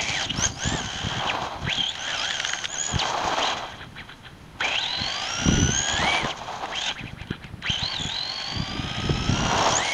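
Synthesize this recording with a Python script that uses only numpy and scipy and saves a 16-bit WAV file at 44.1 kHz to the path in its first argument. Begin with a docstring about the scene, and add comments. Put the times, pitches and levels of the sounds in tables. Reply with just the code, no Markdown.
"""The gears of a small electric radio-controlled buggy whine as it sprints, coasts and tumbles on asphalt.
Each mesh radiates at its tooth-passing frequency, modulated by the eccentric spur gear. Impacts in the
drivetrain rattle the chassis, the tyres roar as it passes, and the frame knocks on the road.
The speed controller sings faintly, gusts buffet the microphone, and the quiet street adds a short echo."""
import sys
import numpy as np
from scipy import signal
from scipy.fft import rfft, irfft
from scipy.io import wavfile
from scipy.ndimage import uniform_filter1d

SR = 44100
rng = np.random.default_rng(int(sys.argv[2]) if len(sys.argv) > 2 else 0)


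def dump_mix(stems):
    """Bounce the given channels to the path in sys.argv[1] as a 16-bit WAV at rate SR."""
    frames = np.atleast_2d(stems).T  # one column per channel
    limited = np.clip(frames, -1, 1)  # hard clip at full scale
    pcm = np.round(limited * 32767).astype(np.int16)
    wavfile.write(sys.argv[1], SR, pcm)


N = 437913

# Levels in the tables are relative: each source applies its own gain.
# Runs under throttle: t/s, spur mesh f/Hz, whine level/dB
WHEELIE_RUN = [(0.0, 9560, -42.5), (.15, 9470, -41), (.25, 3403, -27), (.28, 2779, -45),
               (.303, 2907, -19.5), (.335, 3230, -62), (.37, 5135, -26.5), (.46, 6635, -18.5),
               (.5, 4550, -44), (.56, 4970, -40), (.64, 6650, -29.5), (.75, 7570, -28.5),
               (.82, 6186, -38.5), (1.2, 6644, -55), (1.26, 5190, -62), (1.29, 3114, -23.5)]
BOUNCING_RUN = [(1.725, 3157, -25.5), (1.749, 3990, -36.5), (1.775, 3220, -27), (1.825, 3130, -29.5),
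                (1.91, 3450, -27), (1.95, 4438, -62), (2.001, 6075, -34), (2.101, 7090, -50),
                (2.191, 4746, -26.5), (2.31, 7160, -40), (2.428, 5480, -35), (2.501, 6570, -31),
                (2.666, 6090, -44), (2.735, 7070, -28), (2.766, 5874, -31), (2.8, 6780, -23),
                (2.908, 6860, -30.5), (2.97, 6050, -40), (2.996, 4470, -24.5)]   # on the rear wheels
SPRINT_RUN = [(4.641, 2424, -22.5), (4.689, 2403, -30), (4.76, 2710, -25), (4.785, 3162, -28),
              (4.825, 4036, -31), (4.85, 3446, -28.5), (4.88, 3917, -31), (4.97, 3970, -31),
              (5.25, 4984, -30.5), (5.3, 5590, -25.5), (5.7, 6090, -24.5), (5.751, 6500, -22),
              (5.97, 6830, -34), (6.08, 9210, -30), (6.19, 9550, -33), (6.281, 6230, -48),
              (6.304, 3573, -31.5)]
LUNGE_RUN = [(6.773, 3221, -33), (6.885, 3764, -30)]
RETURN_RUN = [(7.705, 3210, -26), (7.78, 2987, -33.5), (7.83, 3957, -27.5), (7.915, 4533, -31.5),
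              (8.0, 3400, -31.5), (8.08, 3420, -33), (8.15, 3913, -31.5), (8.3, 4290, -30.5),
              (8.5, 4460, -32), (8.849, 5058, -37.5), (9.25, 5260, -32), (9.4, 5837, -33.5),
              (9.719, 5450, -29), (9.764, 6600, -18), (9.849, 8780, -26), (9.93, 9110, -29)]   # slow build-up, then a kick close by
# Peaks of brief spin-ups between runs: t/s, spur mesh f/Hz, whine level/dB
BLIPS = [(3.465, 4230, -30), (3.734, 1983, -41), (3.82, 1900, -35), (3.993, 2300, -35.5),
         (4.105, 1700, -38), (4.264, 1700, -39), (6.996, 2597, -36), (7.075, 2622, -40.5),
         (7.21, 2710, -42.5), (7.33, 1750, -34), (7.451, 2723, -45)]
# Strength of each mesh against speed: spur mesh f/Hz, level/dB
SPUR_RESPONSE = [(500, -37), (900, -34), (1300, -1.5), (3100, 5.5), (3600, 1), (4000, 5.5), (5100, -6),
                 (5700, -4.5), (6600, 1), (7000, -2.5), (8000, -24), (9500, -18)]
GEARBOX_RESPONSE = [(3000, -14), (3900, -11), (5000, -8.5), (6200, -3), (7000, -1.5), (9200, 0.5)]
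# Radiation of overtones from the gear case: f/Hz, level/dB
SPUR_RADIATION = [(400, -14), (2500, 1), (4200, 3), (5500, -9), (6900, 6), (7600, -24), (8500, -38),
                  (10000, -8), (12000, -26), (14000, -51), (16000, -42)]
GEARBOX_RADIATION = [(1000, -8), (2400, -2), (3150, 2), (3700, -3), (4000, -6), (4350, -17), (7000, -24)]
# Chassis noise, one curve per stretch of driving: t/s, rattle level/dB, rasp level/dB
CHASSIS_LEVELS = [
    [(0.0, -19, -43.5), (0.012, -29.5, -29.5), (0.238, -25, -32), (0.288, -38.5, -51), (0.446, -25, -26.5),
     (0.54, -49, -51), (0.64, -28.5, -33), (0.852, -34, -37), (1.28, -28, -38), (1.62, -43.5, -49.5)],
    [(1.63, -38, -52), (1.668, -29.5, -43), (1.726, -24, -35), (1.732, -30, -37), (1.868, -32, -50),
     (1.944, -35.5, -44), (2.162, -24.5, -34), (2.626, -35.5, -36.5), (2.656, -36, -36), (2.68, -53, -46)],
    [(2.69, -45, -54), (2.734, -33, -43), (2.866, -35, -35), (2.972, -32, -46), (2.996, -24, -28),
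     (3.004, -22.5, -31), (3.118, -34, -36), (3.478, -25, -33), (3.718, -39.5, -52), (3.78, -55, -58)],
    [(4.58, -58, -62), (4.608, -25, -44), (4.648, -25, -35.5), (4.964, -27.5, -43.5), (5.112, -27, -36.5),
     (5.826, -28, -34), (6.152, -22, -33.5), (6.284, -36, -42), (6.304, -25.5, -37), (6.35, -59, -53)],
    [(6.36, -48, -49), (6.38, -39, -43.5), (6.716, -44, -47), (6.726, -29, -44), (6.762, -34, -36),
     (6.772, -25, -32), (6.784, -28, -38), (6.866, -25, -29.5), (6.914, -23.5, -43), (6.95, -54, -54)],
    [(7.61, -73, -79), (7.62, -36, -58), (7.69, -28.5, -41.5), (8.25, -32.5, -45.5), (8.39, -32.5, -42.5),
     (8.93, -30, -45), (9.74, -27.5, -27), (9.76, -30, -30), (9.81, -26.5, -33), (9.93, -25.5, -27.5)],
]
# Modes of the frame: f/Hz, bandwidth/Hz, level/dB
FRAME_MODES = [(886, 76, 3.5), (1568, 107, 6.5), (2000, 54, 3), (2377, 200, 0.5), (3223, 147, 8.5),
               (3995, 104, 3)]
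# Impacts on the road: t/s, level/dB
KNOCKS = [(0.3494, -35), (1.652, -21), (1.7752, -17), (1.9531, -12), (2.2544, -8.5), (2.3072, -6.5),
          (2.4006, -5.5), (2.4492, -6.5), (2.4931, -6), (2.534, -5.5), (2.5884, -14), (2.6414, -7),
          (2.6545, -7.5), (2.952, -13), (2.9796, -31.5), (4.6063, -12), (5.9754, -15), (6.244, -12),
          (6.306, -26), (6.6567, -16), (7.2148, -21.5), (7.2729, -28), (7.308, -20.5), (7.442, -22.5),
          (7.6243, -20)]
# Swells of noise: centre t/s, duration/s, level/dB
TYRE_SWELLS = [(.22, .08, -41), (.43, 0.081, -28.5), (.74, 0.17, -32.5), (1.37, 0.4, -25.5),
               (3.29, .5, -23), (4.67, 0.11, -29.5), (6.1, 0.39, -26), (6.61, .3, -28.5), (9.62, 0.34, -20)]   # passes, turns and scuffs under sudden throttle
GUSTS = [(.15, 0.71, -38.5), (.38, 0.22, -32), (.78, 0.26, -34), (1.1, 0.68, -37.5), (1.65, 0.082, -29.5),
         (1.79, 0.036, -31), (2.95, 0.078, -29.5), (3.26, 0.042, -38), (4.1, 1.17, -48), (5.02, 0.094, -37),
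         (5.59, 0.26, -21.5), (6.0, .16, -30.5), (6.24, 0.075, -32), (7.04, 0.051, -32), (7.4, 1.02, -45.5),
         (8.04, .1, -33), (8.59, 0.11, -28.5), (8.79, 0.16, -27), (9.27, .45, -23), (9.75, 0.12, -34)]
# Single vortices at the microphone: t/s, level/dB, f/Hz
EDDIES = [(0.384, -16, 124), (0.654, -18.5, 102), (0.671, -15.5, 132), (0.719, -18, 158.3),
          (1.067, -17.5, 123), (1.674, -18.5, 121.3), (2.957, -14, 90), (5.014, -23, 130),
          (5.456, -11, 183.8), (5.484, -7.5, 177.6), (5.511, -14, 155.9), (5.539, -15, 126.7),
          (5.626, -12, 130), (5.689, -13.5, 197.8), (6.244, -16.5, 315.2), (7.035, -27, 166.6),
          (7.13, -25, 102.1), (7.21, -26, 89), (7.305, -15, 152.3), (7.536, -26.5, 85), (7.697, -18, 97.5),
          (7.825, -20.5, 91.66), (8.05, -21.5, 105.8), (8.599, -15.5, 118.1), (9.093, -12, 269.9),
          (9.726, -23.5, 126.7)]
# Spectral density of each noise: f/Hz, level/dB
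RATTLE_SPECTRUM = [(120, -27.5), (250, -5.5), (450, -9), (780, 8.5), (1150, -17), (1600, -1.5), (2050, 0.5),
                   (2500, -2.5), (3200, 9), (3650, -6), (4000, -1.5), (4600, -21.5), (7000, -50.5)]
RASP_SPECTRUM = [(3000, -1), (4400, 5.5), (5200, 3.5), (6500, 8), (7000, 1.5), (7500, -8.5), (8400, -14),
                 (9500, -26.5), (12000, -50), (16000, -77)]
KNOCK_SPECTRUM = [(200, -14), (800, -28), (1200, 2.5), (1750, 14.5), (2400, 4), (3100, 12), (4600, -4),
                  (6700, -5.5), (7800, -15.5), (15000, -46)]
TYRE_SPECTRUM = [(100, -27), (300, -7), (500, -6), (760, 3.5), (1080, -1.5), (1350, -7), (2000, -14.5),
                 (4000, -16.5), (9000, -50)]
WIND_SPECTRUM = [(20, -5), (45, -5.5), (80, -0.5), (135, -2.5), (230, -8), (350, -14), (600, -32),
                 (1500, -73), (5000, -104)]
PUFF_SPECTRUM = [(100, -12), (350, -2), (700, -14), (1300, -14), (3000, -54), (8000, -80)]
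STREET_SPECTRUM = [(25, -4), (150, 0), (400, -12.5), (900, -12), (2000, -15.5), (4000, -23), (7000, -34),
                   (11000, -35.5), (16000, -46)]

SPUR_TEETH, GEARBOX_TEETH = 90, 22
TIME = np.arange(N) / SR


def gears(turns, mesh_hz, whine_db, rattle_db, slack):
    """Forced vibration: two meshes drive the gear cover, which rings as a tone crosses its resonance."""
    spur = from_db(whine_db - 4) * spur_mesh(turns, mesh_hz, slack)
    gearbox = from_db(rattle_db - 4.5) * gearbox_mesh(turns, mesh_hz, slack)
    whine = spur + gearbox
    return whine + from_db(-6) * resonator(whine, hz=3160, width_hz=260)


def spur_mesh(turns, mesh_hz, slack):
    """Periodic tooth contact gives a tone and its octave; intermodulation of the meshes adds a sum tone."""
    speed = np.minimum(mesh_hz / 6500, 1)
    bite = throb(turns, once_db=5.5 * speed, twice_db=2 * speed)
    eccentric_turns = turns + 0.0016 * np.sin(2 * np.pi * turns)
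    backlash = 0.66 - 0.71 * speed + 0.77 * slack   # slow or unloaded teeth chatter in their play
    fundamental = mesh_tone(eccentric_turns, SPUR_TEETH, jitter_rad=0.68, rough=backlash)
    octave = from_db(-9) * mesh_tone(eccentric_turns, 2 * SPUR_TEETH, jitter_rad=1.2, rough=0.47)
    sum_teeth = SPUR_TEETH + GEARBOX_TEETH
    sum_tone = from_db(-21) * mesh_tone(turns, sum_teeth, jitter_rad=0.56, rough=0.55)
    sum_tone *= gain_at(SPUR_RADIATION, sum_teeth * mesh_hz / SPUR_TEETH)
    octave *= throb(turns, once_db=4.5, twice_db=-10) * gain_at(SPUR_RADIATION, 2 * mesh_hz)
    return gain_at(SPUR_RESPONSE, mesh_hz) * (bite * fundamental + speed * octave + sum_tone)


def gearbox_mesh(turns, mesh_hz, slack):
    """Harmonics of the small pinion on the spur shaft; the overtones swell at the case resonance."""
    gearbox_hz = GEARBOX_TEETH * mesh_hz / SPUR_TEETH
    chatter = 0.77 * slack
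    first = mesh_tone(turns, GEARBOX_TEETH, jitter_rad=0.5, rough=0.15 + chatter)
    second = mesh_tone(turns, 2 * GEARBOX_TEETH, jitter_rad=1.0, rough=0.066 + chatter)
    second *= from_db(-3) * gain_at(GEARBOX_RADIATION, 2 * gearbox_hz)
    third = mesh_tone(turns, 3 * GEARBOX_TEETH, jitter_rad=0.24, rough=0.18 + chatter)
    third *= gain_at(GEARBOX_RADIATION, 3 * gearbox_hz) ** 2
    overtones = throb(turns, once_db=3.5, twice_db=1) * (second + third)
    return gain_at(GEARBOX_RESPONSE, mesh_hz) * (first + overtones)


def mesh_tone(turns, teeth, jitter_rad, rough):
    """Random modulation: bumps shake a tone's phase; uneven teeth spread its power into sidebands."""
    phase = 2 * np.pi * teeth * turns + jitter_rad * drift(65)
    sidebands = drift(330) * np.sin(phase) + drift(330) * np.cos(phase)
    tone = np.sin(phase) * flutter(spread_db=2, rate_hz=60)
    share = np.clip(rough, 0, 1)
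    return np.sqrt(2 * (1 - share)) * tone + np.sqrt(share) * sidebands


def throb(turns, once_db, twice_db):
    """Amplitude modulation: the spur gear runs out of true and bites harder once and twice a turn."""
    angle = 2 * np.pi * turns
    depth_db = once_db * np.cos(angle) + twice_db * np.cos(2 * angle) * (1 + 0.5 * drift(0.77))
    return unit_rms(from_db(depth_db))


def motor():
    """Mesh frequency and whine level under uniform acceleration: runs end by braking, blips freewheel."""
    launch_hz_per_s, brake_hz_per_s, freewheel_hz_per_s = 32000, 66000, 25000
    crawl_hz, crawl_db, fade_db_per_s = 496, -28, 160
    runs = [(run, brake_hz_per_s) for run in (WHEELIE_RUN, BOUNCING_RUN, SPRINT_RUN, LUNGE_RUN, RETURN_RUN)]
    blips = [([blip], freewheel_hz_per_s) for blip in BLIPS]
    mesh_hz, whine_db = np.full(N, crawl_hz), np.full(N, crawl_db)
    for rows, stop_hz_per_s in runs + blips:
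        hz, db = in_time(rows)
        before_s = np.maximum(rows[0][0] - TIME, 0)
        after_s = np.maximum(TIME - rows[-1][0], 0)
        hz = hz - launch_hz_per_s * before_s - stop_hz_per_s * after_s
        whine_db = np.where(hz > mesh_hz, db - fade_db_per_s * after_s, whine_db)   # the fastest curve leads
        mesh_hz = np.maximum(hz, mesh_hz)
    return uniform_filter1d(mesh_hz, size=400), uniform_filter1d(whine_db, size=400)


def shaft_turns(mesh_hz):
    """Rotation is the integral of speed, which wavers on bumps, most while the wheels seek grip."""
    waver = 0.004 + 0.02 / (1 + (mesh_hz / 3300) ** 4)
    return np.cumsum(mesh_hz * (1 + waver * drift(18.12))) / SR / SPUR_TEETH


def chassis(turns, mesh_hz, rattle_db, rasp_db):
    """Impact noise: loose joints tick at a crawl; at speed a dense clatter pulses with the spur gear."""
    hits_per_s = 1500 + 0.6 * mesh_hz
    jolts = flutter(spread_db=1.5, rate_hz=26.6)
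    crawl_share = 1 / (1 + (mesh_hz / 3400) ** 2)
    ticks = unit_rms(frame_ring(grains(900, spread_db=2.5)))
    clatter_hits = grains(hits_per_s, spread_db=0.5) * throb(turns, once_db=2, twice_db=-0.6)
    clatter = colour(clatter_hits, RATTLE_SPECTRUM)
    rattle = np.sqrt(crawl_share) * ticks + np.sqrt(1 - crawl_share) * clatter
    rasp_hits = grains(hits_per_s, spread_db=2) * throb(turns, once_db=3.2, twice_db=1.2)
    rasp = colour(rasp_hits, RASP_SPECTRUM)
    return jolts * (from_db(rattle_db - 4.5) * rattle + from_db(rasp_db - 3.5) * rasp)


def chassis_levels():
    """Rattle and rasp levels; each blip shakes the chassis and adds to the rattle in power."""
    rattle_db, rasp_db = in_time(np.vstack(CHASSIS_LEVELS))
    shake_s = 0.059
    shakes = swells([(s, shake_s, db - 0.5) for s, _, db in BLIPS])
    return 20 * np.log10(np.hypot(from_db(rattle_db), shakes)), rasp_db


def frame_ring(force):
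    """Modal superposition: the frame responds as parallel resonators of alternating sign."""
    return sum((-1) ** k * from_db(db) * resonator(force, hz, width_hz)
               for k, (hz, width_hz, db) in enumerate(FRAME_MODES))


def knocks():
    """Impulsive excitation: plastic and metal strike the road with a crunch that rings the frame."""
    crunch = noise_bursts(KNOCKS, decay_s=0.003)
    return from_db(-9.5) * colour(crunch, KNOCK_SPECTRUM) + from_db(-29) * frame_ring(crunch)


def tyres(mesh_hz):
    """Tread impacts on asphalt grow as a power of speed; air pumping sings in passes and turns."""
    passes = swells(TYRE_SWELLS)
    rolling = from_db(-41.5) * (mesh_hz / 6070) ** 0.94
    tread_band = signal.butter(2, [893, 1213], "band", fs=SR, output="sos")
    pumping = unit_rms(signal.sosfilt(tread_band, grains(5000, spread_db=4)))
    slaps = colour(grains(5000, spread_db=4), TYRE_SPECTRUM)
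    roar = np.hypot(rolling, passes) * slaps + from_db(-8.5) * passes * pumping
    return from_db(-3.2 + 2.4 * drift(22)) * roar


def electronics(mesh_hz, slack):
    """Two faint phase-modulated tones: the speed controller under throttle, and a steady whistle."""
    controller_hz, whistle_hz = 8120, 10072
    throttle = np.clip((mesh_hz - 3000) / 3000, 0, 1) * (1 - slack)
    controller_gain = from_db(-65 + 3 * drift(1.2)) * throttle
    controller = np.sin(2 * np.pi * controller_hz * TIME + 2 * drift(13))
    whistle = np.sin(2 * np.pi * whistle_hz * TIME + 2.4 * drift(50))
    return controller_gain * controller + from_db(-71.5) * whistle


def wind():
    """Turbulent pressure rumbles and thumps on the microphone port, which sheds the deepest bass."""
    breeze = from_db(-59.5)
    strength = np.hypot(breeze, swells(GUSTS)) * flutter(spread_db=4.6, rate_hz=34.4)
    rumble = from_db(2) * strength * colour(rng.standard_normal(N), WIND_SPECTRUM)
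    # each wind thump begins with a short puff of noise
    bursts = noise_bursts([(s, db) for s, db, _ in EDDIES], decay_s=0.0034)
    onset_puffs = from_db(-11) * colour(bursts, PUFF_SPECTRUM)
    bass_cut = signal.butter(1, 50, "high", fs=SR, output="sos")
    return signal.sosfilt(bass_cut, rumble + eddies(delay_s=0.00496) + onset_puffs)


def eddies(delay_s):
    """A passing vortex gives one pressure cycle, suction then push, shorter for a small vortex."""
    reach = SR // 30
    t = np.arange(-reach, reach) / SR
    pressure = np.zeros(N)
    for s, db, hz in EDDIES:
        phase = 2 * np.pi * hz * (t - delay_s)
        start = int(s * SR) - reach
        pressure[start:start + len(t)] += from_db(db) * phase * np.exp((1 - phase ** 2) / 2)
    return pressure


def street_echoes(direct, level_db, decay_s):
    """Scattering from parked cars and house fronts adds a weak, short tail to the direct sound."""
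    t = np.arange(SR // 2) / SR
    scatter = rng.standard_normal(len(t)) * (rng.random(len(t)) < 0.02)
    scatter *= np.exp(-t / decay_s) * (t > 0.012)
    return direct + from_db(level_db) * signal.fftconvolve(direct, scatter / np.linalg.norm(scatter))[:N]


def quiet_street():
    """Stationary broadband noise, strongest in the bass."""
    return from_db(-47.5) * colour(rng.standard_normal(N), STREET_SPECTRUM)


def from_db(db):
    """Amplitude ratio of a level."""
    return 10 ** (np.asarray(db) / 20)


def unit_rms(x):
    """Normalisation to unit power."""
    return x / np.sqrt(np.mean(x ** 2) + 1e-20)


def in_time(rows):
    """Linear interpolation of each column after t/s to every sample."""
    s, *columns = np.transpose(rows)
    return [np.interp(TIME, s, column) for column in columns]


def gain_at(spectrum, hz):
    """Gain of a spectrum, interpolated in log frequency."""
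    f, db = np.transpose(spectrum)
    return from_db(np.interp(np.log(np.maximum(hz, 1)), np.log(f), db))


def drift(rate_hz):
    """Low-pass Gaussian noise of unit power."""
    pole = np.exp(-2 * np.pi * rate_hz / SR)
    return unit_rms(signal.lfilter([1], [1, -2 * pole, pole * pole], rng.standard_normal(N + SR))[SR:])


def flutter(spread_db, rate_hz):
    """Log-normal gain fluctuation of unit power."""
    return unit_rms(from_db(spread_db * drift(rate_hz)))


def resonator(x, hz, width_hz):
    """Response of one damped mode."""
    return signal.lfilter(*signal.iirpeak(hz, hz / width_hz, fs=SR), x)


def colour(x, spectrum, size=4096):
    """Minimum-phase filtering by the folded cepstrum; white noise keeps its power."""
    cepstrum = irfft(np.log(gain_at(spectrum, np.arange(size // 2 + 1) * SR / size)))
    cepstrum[1:size // 2] *= 2
    cepstrum[size // 2 + 1:] = 0
    response = irfft(np.exp(rfft(cepstrum)))
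    return signal.fftconvolve(x, response / np.linalg.norm(response))[:N]


def grains(per_s, spread_db):
    """Shot noise: random clicks of uneven size, with unit power at any rate."""
    sizes = from_db(spread_db * np.clip(rng.standard_normal(N), -2, 2)) * rng.choice([-1, 1], N)
    return unit_rms(sizes * (rng.random(N) < per_s / SR) / np.sqrt(per_s))


def noise_bursts(rows, decay_s):
    """Noise that jumps at each event and decays exponentially."""
    hits = np.zeros(N)
    for s, db in rows:
        hits[int(s * SR)] = from_db(db)
    envelope = signal.lfilter([1], [1, -np.exp(-1 / (decay_s * SR))], hits + 1e-18)
    return envelope * rng.standard_normal(N)


def swells(rows):
    """Gaussian envelopes added in power; each duration is the full width at half amplitude."""
    power = np.full(N, 1e-18)
    for s, duration_s, db in rows:
        offset = (TIME - s) / duration_s
        near = np.abs(offset) < 2
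        power[near] += (from_db(db) * 0.5 ** ((2 * offset[near]) ** 2)) ** 2
    return np.sqrt(power)


def scene():
    """Superposition of the buggy, its echoes, the street and the wind in one channel."""
    mesh_hz, whine_db = motor()
    rattle_db, rasp_db = chassis_levels()
    turns = shaft_turns(mesh_hz)
    loaded_db, slack_range_db = -37.5, 6.5   # below loaded_db the teeth begin to lose contact
    slack = np.clip((loaded_db - whine_db) / slack_range_db, 0, 1)
    buggy = gears(turns, mesh_hz, whine_db, rattle_db, slack)
    buggy += chassis(turns, mesh_hz, rattle_db, rasp_db) + tyres(mesh_hz) + knocks()
    background = quiet_street()
    buggy = street_echoes(buggy, level_db=-16.5, decay_s=0.05)
    return (buggy + electronics(mesh_hz, slack) + background + wind())[None]


def record(dry):
    """Band limiting by a steep zero-phase low-pass filter."""
    cutoff_hz = 15700
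    return signal.sosfiltfilt(signal.ellip(10, 0.05, 60, cutoff_hz, fs=SR, output="sos"), dry)


dry = scene()
out = record(dry)
dump_mix(out)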